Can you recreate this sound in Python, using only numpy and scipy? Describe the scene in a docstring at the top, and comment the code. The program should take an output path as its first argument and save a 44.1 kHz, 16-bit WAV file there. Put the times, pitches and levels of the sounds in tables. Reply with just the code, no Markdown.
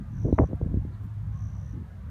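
"""Reeds at a pond edge, with distant traffic under everything. From the start, wind rumbles and flutters
on the microphone. An insect trills and faint far chirps begin. A gust strikes the microphone with dull
thumps, the hardest trailed by a brief bright hiss; then dry reeds rustle. As the wind settles to a low
rumble, a low drone, perhaps a bullfrog, swells. The insect trills again, and the drone fades away."""
import sys
import numpy as np
from scipy import signal
from scipy.fft import rfft, irfft
from scipy.io import wavfile
from scipy.ndimage import uniform_filter1d

SR = 44100
rng = np.random.default_rng(int(sys.argv[2]) if len(sys.argv) > 2 else 0)


def unload_wav(signal):
    """Save mono or channel-first audio to the path in sys.argv[1] as 16-bit WAV at rate SR, clipped to [-1, 1]."""
    wavfile.write(
        sys.argv[1],
        SR,
        np.round(np.clip(np.atleast_2d(signal).T, -1, 1) * 32767).astype(np.int16),
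    )


N = 92610
TIME = np.arange(N) / SR
HZ = np.fft.rfftfreq(N, 1 / SR)

# short hisses; the first two trail the hardest wind thump, the rest are reed rustles:
# (middle [s], length [s], level [dB], pitch [Hz], width [Hz])
HISSES = [(.401, .012, -57, 1900, 800), (.42, .012, -55, 1500, 450), (.559, .007, -71, 10800, 1400),
          (1.047, .035, -73, 13900, 500), (1.042, .05, -78, 9000, 3000)]


def amp(db):
    """Turns decibels into a number to multiply a sound by (a gain)."""
    return 10 ** (np.asarray(db) / 20)


def unit(x):
    """Scales a signal to an average size (rms) of 1."""
    return x / np.sqrt(np.mean(x ** 2) + 1e-20)


def curve(points):
    """Joins (time, value) points with straight lines."""
    return np.interp(TIME, *np.transpose(points))


def colour(points, hz):
    """Reads the gain at hz from a curve of (frequency, level) points."""
    point_hz, db = np.transpose(points)
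    return amp(np.interp(np.log(hz + 1), np.log(point_hz), db))


def noise(gain):
    """Noise of average size 1, with each frequency weighted by gain."""
    return unit(irfft(rfft(rng.standard_normal(N)) * gain, N))


def steady(x, size):
    """Evens out the chance swells of a noise over size samples."""
    power = abs(signal.hilbert(x)) ** 2
    return x / np.sqrt(uniform_filter1d(power, size) / 2 + 1e-9)


def band(hz, low_hz, high_hz, slope):
    """Gain that keeps low_hz to high_hz; a larger slope cuts the treble more steeply."""
    bass_cut = (hz / low_hz) ** 2 / np.hypot(1, (hz / low_hz) ** 2)
    return bass_cut / np.hypot(1, (hz / high_hz) ** slope)


def add(mix, start, sound):
    """Mixes a sound in, beginning at start seconds."""
    part = mix[max(round(start * SR), 0):][:len(sound)]
    part += sound[:len(part)]


def traffic(level_db=-59.5, patch_db=3.5, patch_top_hz=2200):
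    """A far wash of tyres with narrow, drifting patches, under a smooth hiss of air."""
    # tone of the traffic and air: (frequency [Hz], relative level [dB])
    spectrum = [(20, -7), (100, -0.5), (300, -5), (550, -1.5), (1000, -1.5), (1300, -5), (1750, -7),
                (2500, -16), (3000, -17.5), (3800, -20), (5000, -25), (6500, -24.5), (7800, -28.5),
                (9500, -27), (10300, -32.5), (11200, -28.5), (15000, -31.5)]
    hz, _, slices = signal.stft(rng.standard_normal(N), SR, nperseg=2048, noverlap=1536)
    patches = uniform_filter1d(rng.standard_normal(slices.shape), size=4, axis=0)  # blur in pitch
    patches = unit(uniform_filter1d(patches, size=10, axis=1))  # blur in time
    depth_db = patch_db / (1 + (hz[:, None] / patch_top_hz) ** 4)
    slices = slices * colour(spectrum, hz)[:, None] * amp(depth_db * patches)
    wash = signal.istft(slices, nperseg=2048, noverlap=1536)[1][:N]
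    return amp(level_db) * unit(wash)


def rumble():
    """Slowly swirling air presses on the microphone and makes a deep rumble."""
    # wind pressure on the microphone: (time [s], level [dB])
    pressure = [(0, -41), (.18, -32.5), (.25, -25.5), (.30, -32), (.34, -19), (.37, -38.5), (.405, -21.5),
                (.43, -15.5), (.48, -40), (.55, -27.5), (.585, -39.5), (.63, -32.5), (.70, -30.5),
                (.77, -26), (.84, -31.5), (.99, -44), (1.045, -35.5), (1.1, -43), (1.25, -34), (1.6, -36),
                (1.81, -34.5), (1.87, -43), (2.03, -38.5), (2.072, -35.5), (2.1, -36)]
    # tone of the rumble: (frequency [Hz], relative level [dB])
    spectrum = [(15, -41), (30, -20.5), (42, -10), (57, -1.5), (72, 0.5), (130, -4.5), (200, -14),
                (300, -31.5), (500, -64.5), (1000, -79), (3000, -100)]
    return amp(curve(pressure)) * steady(noise(colour(spectrum, HZ)), size=1500)


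def housing(hz):
    """Gain of the microphone's case, which rings at a few pitches when wind hits it."""
    # ringing pitches of the case: (frequency [Hz], width [Hz], added gain [dB])
    rings = [(282.7, 28, -4), (504, 38, -9), (643, 22, -3.5), (966, 23, -8.5), (1050, 220, 1),
             (2060, 310, 5)]
    return 1 + sum(amp(db) / (1 + (2 * (hz - centre) / width) ** 2) for centre, width, db in rings)


def flutter(fade_s=0.0053, size=8192):
    """Short spells of faster swirling air within the gusts."""
    # bursts of flutter: (start [s], length [s], level [dB], treble cutoff [Hz])
    bursts = [(0, 0.023, -35.5, 192), (0.132, 0.14, -49.5, 278), (.252, 0.054, -29.5, 413),
              (.387, 0.032, -24, 567), (0.434, .007, -30, 713), (0.493, 0.048, -41, 406),
              (0.61, 0.064, -44, 430), (0.695, 0.052, -43.5, 322), (0.719, 0.073, -37.5, 269),
              (0.851, 0.076, -54, 346), (1.003, 0.072, -53.5, 292), (1.288, 0.012, -51, 208),
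              (1.736, 0.092, -42.5, 252)]
    out, hz, t = np.zeros(N), np.fft.rfftfreq(size, 1 / SR), np.arange(size) / SR
    for start, length, db, cutoff_hz in bursts:
        begin = max(start - .03, 0)  # room to fade in
        outside_s = np.maximum(abs(begin + t - start - length / 2) - length / 2, 0)
        fade = np.exp(-(outside_s / fade_s) ** 2)
        gain = band(hz, low_hz=148, high_hz=cutoff_hz, slope=4.88) * housing(hz)
        air = irfft(rfft(rng.standard_normal(size)) * gain)
        add(out, begin, amp(db) * fade * steady(unit(air), size=600))
    return out


def insect():
    """A train of quick falling notes that swells, eases a little and stops dead."""
    # insect trills: (start [s], last pulse [s], base level [dB])
    trills = [(.09, .474, -59.5), (1.304, 1.7275, -59.5)]
    pulse_s, spacing_s, pitch_hz, sweep_hz_per_s = .013, .016, 6010, -122000
    rise_s, sag_s, sag_db = .12, 0.087, -4
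    offset_db, waver_db = -1.5, 0.6
    out, t = np.zeros(N), np.arange(-pulse_s / 2, pulse_s / 2, 1 / SR)
    for start, last, db in trills:
        times = np.arange(last, start, -spacing_s)
        for when, (phase, waver, detune) in zip(times, rng.standard_normal((40, 3))):
            cycles = (pitch_hz + 25 * detune) * t + sweep_hz_per_s * t ** 2 / 2 + phase
            pulse = np.hanning(len(t)) * np.sin(2 * np.pi * cycles)
            swell = min((when - start) / rise_s, 1)
            sag = np.clip((when - start - rise_s) / sag_s, 0, 1)
            level_db = db + offset_db + waver_db * waver + sag_db * sag
            add(out, when - pulse_s / 2, amp(level_db) * swell * pulse)
    return out


def reed_echo(sound, echo_db=-3.5, decay_s=0.084):
    """The reeds scatter a sound, adding a short tail that falls 60 dB in decay_s."""
    tail = (rng.standard_normal(N) * np.exp(-np.log(1000) * TIME / decay_s))[:SR // 5]
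    return sound + amp(echo_db) * signal.fftconvolve(sound, tail / np.linalg.norm(tail))[:N]


def wisp(middle, length, db, hz, width):
    """A brief, soft swell of noise around one pitch."""
    swell = np.exp(-(2 * (TIME - middle) / length) ** 2)
    return amp(db) * swell * noise(np.exp(-((HZ - hz) / width) ** 2 / 2))


def chirps():
    """Faint chirps and peeps from far away."""
    # far calls: (middle [s], length [s], level [dB], pitch [Hz], width [Hz])
    calls = [(.17, .05, -64, 1600, 160), (.342, .04, -70, 3900, 280), (.945, .04, -73, 4100, 450),
             (1.37, .1, -61.5, 1080, 20)]
    return sum(wisp(*row) for row in calls)


def thump(db, cutoff_hz, size=8192):
    """One swirl of air gives a push; the microphone's bass cut makes it swing back."""
    hz = np.fft.rfftfreq(size, 1 / SR)
    swirl = band(hz, low_hz=53.4, high_hz=cutoff_hz, slope=3.63) * hz / np.hypot(hz, .2 * cutoff_hz)
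    gain = swirl * housing(hz) / np.hypot(1, (hz / (2.57 * cutoff_hz)) ** 5)
    # build the pulse with this tone that hits as early as possible (minimum phase)
    cepstrum = irfft(np.log(gain + 1e-5))
    first_half = np.arange(size) < size // 2
    pulse = irfft(np.exp(rfft(2 * cepstrum * first_half)))[:size // 2]
    return -amp(db) * pulse / pulse.max()


def thumps():
    """The strongest swirls strike the microphone one by one; a higher cutoff sounds sharper."""
    # blows of the wind: (peak time [s], peak level [dB], treble cutoff [Hz])
    blows = [(0.2552, -18, 150), (.328, -9.5, 350), (0.3847, -23.5, 1077), (.388, -9.5, 1100),
             (.397, -11.5, 380), (.4005, -8.5, 492), (0.407, -18, 166), (0.42, -15, 315),
             (0.5118, -36.5, 528), (0.532, -20.5, 390), (0.6149, -22, 414), (.627, -19, 110),
             (0.662, -20.5, 157), (0.743, -18.5, 278), (0.773, -19, 176), (.852, -26, 245)]
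    out = np.zeros(N)
    for when, db, cutoff_hz in blows:
        pulse = thump(db, cutoff_hz)
        add(out, when - np.argmin(pulse) / SR, pulse)
    return out


def thump_hiss():
    """Brief bright hiss trailing the hardest wind thump."""
    return sum(wisp(*row) for row in HISSES[:2])


def rustles():
    """Dry reeds rustle in tiny bursts of high hiss."""
    return sum(wisp(*row) for row in HISSES[2:])


def drone(fade_in_s=.05):
    """A nearly pure low note, perhaps a bullfrog, with a few weak overtones."""
    # swell and fade of the note: (time [s], level [dB])
    levels = [(.86, -43), (.93, -39), (1.1, -37.5), (1.22, -34), (1.4, -35.5), (1.57, -34.5), (1.68, -44),
              (1.8, -77), (1.9, -79)]
    # drift of the note: (time [s], pitch [Hz])
    pitches = [(.9, 105.4), (1.25, 105), (1.57, 102), (1.8, 103.4)]
    # the note and its overtones: (multiple of the pitch, relative level [dB])
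    harmonics = [(1, 7), (2, -32.5), (3, -27.5), (4, -34.5)]
    phase = 2 * np.pi * np.cumsum(curve(pitches)) / SR
    tone = sum(amp(db) * np.sin(round(multiple) * phase) for multiple, db in harmonics)
    fade_in = np.clip((TIME - levels[0][0]) / fade_in_s + 1, 0, 1)
    return unit(tone) * amp(curve(levels)) * fade_in


def scene():
    """Wind on the microphone over the life of the pond and far traffic, in one channel."""
    mix = rumble() + flutter() + reed_echo(insect()) + chirps()
    mix += thumps() + thump_hiss() + rustles() + drone()
    return (mix + traffic())[None]


def record(dry, top_hz=15200):
    """Cuts away the highest treble, above top_hz."""
    treble_cut = signal.firwin(1023, top_hz, window=("kaiser", 9), fs=SR)
    return signal.oaconvolve(dry, treble_cut[None], "same")


dry = scene()
out = record(dry)
unload_wav(out)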